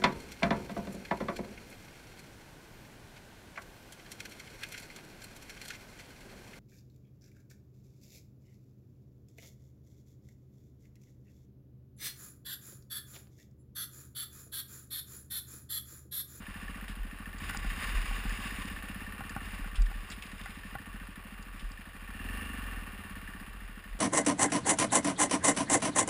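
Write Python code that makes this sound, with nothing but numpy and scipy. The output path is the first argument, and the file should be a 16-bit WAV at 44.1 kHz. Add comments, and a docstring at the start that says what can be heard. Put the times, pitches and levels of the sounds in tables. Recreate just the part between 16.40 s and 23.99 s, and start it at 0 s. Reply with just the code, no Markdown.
"""A single-cylinder trail motorcycle picks its way over rock and water, heard from the rider's helmet.
It starts at a rasping chug, each firing thudding from the muffler while valves and piston clatter.
From 1 s the tyres throw up puddles, loose fittings knock, twigs flick past and the throttle is blipped.
At 3.4 s the hardest bump shakes the microphone; stones crunch, then grit rattles up the mudguard.
The revs peak at 6 s with a rasp of intake air and sink back to a chug."""
import sys
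import numpy as np
from scipy import signal
from scipy.fft import rfft, irfft
from scipy.io import wavfile

SR = 44100
rng = np.random.default_rng(int(sys.argv[2]) if len(sys.argv) > 2 else 0)


def output_pcm(signal):
    """Save a mono or channel-first signal as 16-bit PCM at the path in sys.argv[1].

    Samples are clipped to [-1, 1] before scaling.
    """
    pcm = np.clip(np.atleast_2d(signal).T, -1, 1) * 32767
    wavfile.write(sys.argv[1], SR, np.round(pcm).astype(np.int16))


N = 334719
TIME = np.arange(N) / SR
BINS_HZ = np.fft.rfftfreq(16384, 1 / SR)


def amp(db):
    """Decibels to gain."""
    return 10 ** (np.asarray(db) / 20)


def unit_rms(x):
    """Scales to unit rms."""
    return x / np.sqrt(np.mean(x ** 2) + 1e-20)


def curve(rows):
    """Joins (seconds, value) rows by straight lines."""
    return np.interp(TIME, *np.transpose(rows))


def add(mix, start_s, sound):
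    """Mixes a sound in at start_s."""
    part = mix[max(round(start_s * SR), 0):][:len(sound)]
    part += sound[:len(part)]


def wander(hz):
    """Smooth random drift of unit rms and bandwidth hz."""
    lowpass = np.exp(-(np.fft.rfftfreq(N, 1 / SR) / hz) ** 2)
    return unit_rms(irfft(rfft(rng.standard_normal(N)) * lowpass, N))


def bells_db(hz, rows):
    """Sum of bell-shaped peaks or notches."""
    return sum(db * np.exp2(-(2 * (hz - centre) / width) ** 2) for centre, width, db in rows)


def body(colour, modes=()):
    """Minimum-phase impulse response of unit energy from a broad spectrum and resonances."""
    hz, db = np.transpose(colour)
    db = np.interp(np.log(BINS_HZ + 1), np.log(hz), db) + bells_db(BINS_HZ, modes)
    log_gain = np.log(amp(np.r_[db, db[-2:0:-1]]))
    spectrum = np.exp(np.conj(signal.hilbert(log_gain)))
    response = np.fft.ifft(spectrum).real[:len(BINS_HZ)]
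    return response / np.linalg.norm(response)


def through(x, response):
    """Passes a sound through an impulse response."""
    return signal.oaconvolve(x, response)[:N]


def fading(x, decay_s):
    """Gives every click an exponential tail."""
    return signal.lfilter([1], [1, -np.exp(-1 / (decay_s * SR))], x)


def each_cycle(cycles, phase, spread_db=1):
    """One click of uneven size whenever the engine passes this phase (0-1) of its cycle."""
    passed = np.diff(np.floor(cycles - phase), prepend=np.floor(cycles[0] - phase))
    return passed * amp(spread_db * rng.standard_normal(N))


# Engine load. Each row: time in seconds, exhaust beat strength in dB.
LOAD = [(0, -51.5), (.43, -49), (.58, -52.5), (1.45, -49.5), (1.68, -56.5), (1.85, -47.5), (2.5, -48),
        (3.22, -50), (3.36, -56), (4.1, -54.5), (4.55, -52), (4.97, -55.5), (5.12, -57.5), (5.6, -55.5),
        (5.85, -48), (6.98, -52), (7.13, -56), (7.59, -57)]

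def engine_gain(firing_hz, db, db_per_doubling, load_share, cruise_hz=15):
    """Gain that grows with revs and load; db holds at cruise and mean load."""
    load_db = curve(LOAD)
    revs_db = db_per_doubling * np.log2(firing_hz / cruise_hz)
    return amp(db + revs_db + load_share * (load_db - load_db.mean()))


# Muffler and pipe responses. Each row: frequency in Hz, gain in dB.
MUFFLER_COLOUR = [(15, -59), (60, 2.5), (110, 0.5), (145, -1), (180, 2.5), (215, 7), (250, 1.5), (288, 3),
                  (335, -18), (500, -18.5), (900, -37), (3000, -42)]
PIPE_COLOUR = [(15, -38), (30, -6.5), (44, 8.5), (58, -10), (72, -2), (86, 1), (100, -14), (125, -17.5),
               (200, -37.5), (600, -58.5)]
# Muffler air mode. Each row: centre in Hz, width in Hz, gain in dB.
CHAMBER_MODE = [(188.5, 43, 5)]

def exhaust(cycles, firing_hz, gas_s=.02, after_db=-12, hot_ratio=1.3, trim_db=1.37):
    """Each firing sends a pulse, a gasp of gas and an after-pulse; the muffler thuds, the pipe booms."""
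    pulses = each_cycle(cycles, phase=0)
    gas = amp(-11) * fading(pulses, gas_s) * rng.standard_normal(N) / np.sqrt(gas_s * SR / 2)
    after_pulses = each_cycle(cycles, phase=.3)
    drive = (gas - pulses + amp(after_db) * after_pulses) / np.sqrt(firing_hz)
    # Hotter gas at high revs raises the muffler's note.
    heat = np.clip((firing_hz - 18) / 4, 0, 1)
    hot_mode = [(hz * hot_ratio, width, db) for hz, width, db in CHAMBER_MODE]
    thud = through(drive * (1 - heat), body(MUFFLER_COLOUR, CHAMBER_MODE))
    thud += through(drive * heat, body(MUFFLER_COLOUR, hot_mode))
    boom = through(-pulses, body(PIPE_COLOUR))
    boom_gain = engine_gain(firing_hz, db=-46.5, db_per_doubling=1.8, load_share=.84)
    return amp(curve(LOAD) + trim_db) * unit_rms(thud) + boom_gain * unit_rms(boom)


# Valve and piston blows. Each row: cycle phase 0-1, relative level in dB, decay in seconds.
BLOWS = [(0.039, -4, 0.01), (0.211, -3.5, 0.013), (.3, -12.5, 0.012), (0.443, -11, 0.013),
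         (0.621, -7, 0.0042), (.785, -5.5, 0.013), (0.912, -5, 0.0041)]
# Casing response. Each row: frequency in Hz, gain in dB.
CASING_COLOUR = [(100, -31.5), (380, -1.5), (600, -4.5), (1000, -2), (1600, 3), (2200, -2), (3000, -5),
                 (3600, -12), (5000, -18), (7500, -22.5), (9500, -13), (13000, -10.5), (15000, -17)]
# Casing and fin resonances. Each row: centre in Hz, width in Hz, gain in dB.
CASING_MODES = [(800, 90, 2), (1150, 120, 8), (1450, 100, 2.5), (1820, 160, 4.5), (2410, 90, 5),
                (2780, 220, 4), (9250, 250, 5), (9600, 110, 3), (10190, 230, 5), (10830, 130, 3),
                (13800, 250, 6), (14820, 300, 4)]

def clatter(cycles, firing_hz, whirr_db=-12):
    """Valves and piston strike the casing in step with the cycle, over the whirr of chain and gears."""
    blows = sum(amp(db) * fading(each_cycle(cycles, phase, spread_db=1.6), decay_s)
                for phase, db, decay_s in BLOWS)
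    rattle = np.hypot(blows, amp(whirr_db)) * rng.standard_normal(N)
    gain = engine_gain(firing_hz, db=-50.5, db_per_doubling=.95, load_share=.26)
    return gain * unit_rms(through(rattle, body(CASING_COLOUR, CASING_MODES)))


# Combustion ping spectrum. Each row: frequency in Hz, gain in dB.
PING_COLOUR = [(200, -24), (600, -9), (1200, -4), (1800, -2), (2800, -1), (3600, -14), (7500, -22),
               (10000, -17), (15000, -17)]
# Cylinder head resonances. Each row: centre in Hz, width in Hz, gain in dB.
HEAD_MODES = [(1103, 61, 2), (1783, 197, 18.5), (2360, 43, -7), (2800, 72, -4), (9500, 200, -3),
              (10280, 200, 21), (14000, 250, 19), (14500, 350, -10)]

def ping(cycles, firing_hz, rattle_s=.0093):
    """The charge ignites before the exhaust opens: a hard blow and a short rattle ring the head."""
    blow = each_cycle(cycles, phase=.79)
    rattle = fading(blow, rattle_s) * rng.standard_normal(N)
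    drive = unit_rms(blow) + 1.3 * unit_rms(rattle)
    gain = engine_gain(firing_hz, db=-55.5, db_per_doubling=.38, load_share=.91)
    return gain * unit_rms(through(drive, body(PING_COLOUR, HEAD_MODES)))


# Airbox resonances. Each row: centre in Hz, width in Hz, gain in dB.
AIRBOX_MODES = [(1150, 100, 19), (1768, 240, 17.5), (2750, 180, 11.5)]

def intake(cycles, firing_hz, top_db=-47, growth=3.1, pulsing=.13):
    """Air rasps through the intake, pulsing with the cycle and swelling steeply with the revs."""
    rush = (1 + pulsing * np.cos(2 * np.pi * cycles)) * rng.standard_normal(N)
    airbox = body([(200, -25), (500, -9), (1300, -1), (2200, 1), (2800, 13.5), (3500, -13.5),
                   (7500, -13.5), (9400, 5), (11000, -3.5), (14800, -8)], AIRBOX_MODES)
    return amp(top_db) * (firing_hz / firing_hz.max()) ** growth * through(rush, airbox)


# Swells of gritty hiss: an opening rasp with the engine's chug, then puddle splashes from 1 s.
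# Each row: start in seconds, length in seconds, level in dB.
HISS_SWELLS = [(0, 0.21, -52.5), (0.973, 0.52, -44.5), (1.364, 0.19, -43), (1.62, 0.56, -44),
               (3.007, 0.12, -49.5), (3.476, 0.66, -54), (5.09, .12, -57)]
HISS_FLOOR_DB = -60.5

def swells_db(rise_s=.05, fall_s=.26):
    """Hiss level: each swell rises fast, holds and dies away."""
    power = amp(HISS_FLOOR_DB) ** 2
    for start_s, length_s, db in HISS_SWELLS:
        rise = np.clip((TIME - start_s) / rise_s, 0, 1)
        fall = np.exp(-np.maximum(TIME - start_s - length_s, 0) / fall_s)
        power = power + (amp(db) * rise * fall) ** 2
    return 10 * np.log10(power)


# Hiss spectrum. Each row: frequency in Hz, gain in dB.
HISS_COLOUR = [(100, -20.5), (400, -8.5), (650, -8.5), (950, -7), (1130, 5.5), (1300, -5.5), (1750, 3.5),
               (2200, 0.5), (2850, -0.5), (3600, -13), (5000, -16), (8000, -18.5), (9700, -12),
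               (15000, -17)]
# Mudguard resonances. Each row: centre in Hz, width in Hz, gain in dB.
MUDGUARD_MODES = [(2790, 120, 3.5), (3663, 310, 8), (4935, 330, 8), (7000, 440, 5), (9160, 230, 8)]

def gritty_hiss(hiss_db, grains_per_s=1400, grains_db=-3, surge_db=2.14):
    """Grains over surging noise: a rasp at first, then water and grit pelting the mudguards."""
    hits = rng.random(N) < grains_per_s / SR
    sizes = amp(2.4 * np.minimum(rng.exponential(1, N), 4))
    grains = hits * sizes * rng.choice([-1, 1], N)
    drive = unit_rms(rng.standard_normal(N) + amp(grains_db) * unit_rms(grains))
    return amp(hiss_db + surge_db * wander(hz=41.7)) * through(drive, body(HISS_COLOUR, MUDGUARD_MODES))


# Knocks of loose fittings. Each row: start in seconds, level in dB, brightness in dB.
KNOCKS = [(1.097, -28, 14), (1.109, -31, 12), (1.1468, -28.5, -9), (1.246, -33, 0), (1.7119, -33, -10),
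          (1.8543, -35, -12), (2.8072, -30, -12.5), (2.9639, -26.5, -12.5), (3.244, -35, 2),
          (3.384, -42, 5), (3.515, -34, -13.5), (4.0594, -31, -1), (4.3527, -29, -11.5)]
# Fitting modes. Each row: frequency in Hz, relative level in dB, time to fall 60 dB in seconds.
FITTING_MODES = [(124, -12.5, 0.094), (680, -39, .03), (797, 11.5, 0.05), (1094, 5.5, 0.098),
                 (1427, 16, 0.04), (1534, 8.5, 0.077), (1986, 12, 0.04), (2280, -25, .015),
                 (2750, -26, .015)]

def knocks(crack_db=-9, crack_share=.24, crack_s=.0022):
    """Each blow rings a loose fitting; harder contact favours the high modes and a short crack."""
    out, t = np.zeros(N), TIME[:SR // 6]
    pivot_hz = FITTING_MODES[2][0]
    crack_response = body([(300, -12), (1500, 0), (3000, -5), (4500, -16), (8000, -17),
                           (10500, -1), (13800, -2), (15000, -12)])
    for start_s, db, bright_db in KNOCKS:
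        ring = np.zeros(len(t))
        for hz, mode_db, t60_s in FITTING_MODES:
            tilt_db = 2 * bright_db * np.log10(hz / pivot_hz)
            ring += amp(mode_db + tilt_db - 60 * t / t60_s) * np.sin(2 * np.pi * (hz * t + rng.random()))
        burst = rng.standard_normal(len(t)) * np.exp(-t / crack_s)
        crack = amp(crack_db + crack_share * bright_db) * through(burst, crack_response)[:len(t)]
        add(out, start_s, amp(db) * (ring / abs(ring).max() + crack))
    return out


def scrapes(rows, colour):
    """Brief gritty contacts, each a dying burst of tiny slips."""
    out, t = np.zeros(N), TIME[:SR // 10]
    for start_s, db, decay_s in rows:
        slips = rng.standard_normal(len(t)) * amp(.37 * rng.standard_normal(len(t)))
        add(out, start_s, amp(db) * unit_rms(slips) * np.exp(-t / decay_s))
    return through(out, body(colour))


# Twig flicks. Each row: start in seconds, level in dB, decay in seconds.
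TWIGS = [(.9838, -49.5, 0.0084), (1.1723, -30, 0.0012), (1.8947, -39, 0.0017), (2.2554, -41, .0013),
         (2.8944, -46, 0.0059), (3.4197, -42, 0.0042), (3.7011, -43, 0.0071), (5.0256, -49, 0.0048),
         (5.3179, -49.5, .003)]
# Flick spectrum. Each row: frequency in Hz, gain in dB.
TWIG_COLOUR = [(300, -28), (1500, -15), (3300, -7), (4100, -8), (4750, 2), (5500, -3), (6600, -4),
               (7400, 0), (8500, -10), (11000, -21), (15000, -25)]

def twigs():
    """Twigs flick the helmet in short, bright scrapes."""
    return scrapes(TWIGS, TWIG_COLOUR)


# Short gritty ticks: stone crunches, plus sharp engine ticks at 0.48 and 4.76 s.
# Each row: start in seconds, level in dB, decay in seconds.
TICKS = [(.482, -49, 0.031), (1.094, -36, 0.0021), (3.3554, -42.5, 0.018), (3.46, -47, .008),
         (3.715, -41, .018), (3.8235, -40, 0.0034), (4.187, -48, 0.0035), (4.758, -57, 0.014),
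         (5.195, -50.5, 0.02)]
# Tick spectrum. Each row: frequency in Hz, gain in dB.
TICK_COLOUR = [(300, -15), (1500, -2), (2700, 5.5), (3700, 3), (4400, -5.5), (5000, -3.5), (7000, -10),
               (9500, -3.5), (15000, -28)]

def gritty_ticks(grit_start_s=3.86, run_s=.29, count=7, grit_db=-45, fade_db=-5, decay_s=.005):
    """Stones crunch, the engine ticks twice, and a fading run of grit rattles up the mudguard."""
    grit = []
    for i in range(count):
        along = (i + rng.random()) / count
        db = grit_db + fade_db * along + rng.uniform(-2, 2)
        grit.append((grit_start_s + run_s * along, db, decay_s))
    return scrapes(TICKS + grit, TICK_COLOUR)


# Bumps. Each row: start in seconds, level in dB.
JOLTS = [(0.591, -29.5), (1.16, -30), (1.256, -26.5), (1.478, -32.5), (1.547, -21.5), (1.682, -28),
         (1.849, -30.5), (3.202, -30), (3.382, -16.5), (3.54, -35), (5.23, -32), (7.508, -35)]
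# Helmet shake spectrum. Each row: frequency in Hz, gain in dB.
SHAKE_COLOUR = [(10, -26), (25, -15), (40, 0.5), (60, -11.5), (100, -16.5), (200, -25), (400, -33.5),
                (1000, -62)]

def jolts(hiss_db, mount_hz=37.66, rise_s=.025, shake_db=-54, hiss_share=.58, drift_db=1.7):
    """Bumps swing the microphone mount; the helmet always shakes a little, more as the hiss swells."""
    out, t = np.zeros(N), TIME[:SR // 2]
    swing = t / rise_s * np.exp(1 - t / rise_s) * np.sin(2 * np.pi * mount_hz * t)
    for start_s, db in JOLTS:
        add(out, start_s, amp(db) * swing)
    shake_gain = amp(shake_db + hiss_share * (hiss_db - HISS_FLOOR_DB) + drift_db * wander(hz=1.54))
    return out + shake_gain * through(rng.standard_normal(N), body(SHAKE_COLOUR))


# Engine speed. Each row: time in seconds, firing rate in Hz.
FIRING_RATE = [(0.0, 12.01), (0.325, 15.78), (0.645, 12.13), (0.805, 14.18), (1.225, 12.79), (1.52, 21.57),
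               (1.665, 13.86), (3.025, 18.19), (3.395, 12.79), (3.625, 13.8), (4.075, 12.23), (4.625, 14.6),
               (4.73, 10.59), (4.875, 14.64), (5.29, 11.69), (5.615, 13.57), (6.0, 25.94), (6.54, 17.2),
               (6.9, 16.49), (7.59, 10.28)]

def scene():
    """The engine's cycle drives exhaust, clatter, ping and intake; the ride's noises lie on top."""
    firing_hz, hiss_db = curve(FIRING_RATE), swells_db()
    cycles = np.cumsum(firing_hz) / SR - .04
    engine = sum(voice(cycles, firing_hz) for voice in (exhaust, clatter, ping, intake))
    ride = gritty_hiss(hiss_db) + knocks() + twigs() + gritty_ticks() + jolts(hiss_db)
    return (engine + ride)[None]


# Microphone housing notches. Each row: centre in Hz, width in Hz, gain in dB.
HOUSING_NOTCHES = [(6003, 575, -14), (12040, 1850, -17.5)]

def record(dry, low_cut_hz=19, high_cut_hz=15400):
    """The microphone loses the deepest bass and the top treble; its housing cuts two notches."""
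    hz = np.fft.rfftfreq(N, 1 / SR)
    low_cut = hz ** 2 / np.hypot(hz ** 2, low_cut_hz ** 2)
    housed = irfft(rfft(dry) * amp(bells_db(hz, HOUSING_NOTCHES)) * low_cut, N)
    high_cut = signal.firwin(801, high_cut_hz, window=("kaiser", 9), fs=SR)
    return signal.oaconvolve(housed, high_cut[None], "same")


dry = scene()
out = record(dry)
output_pcm(out)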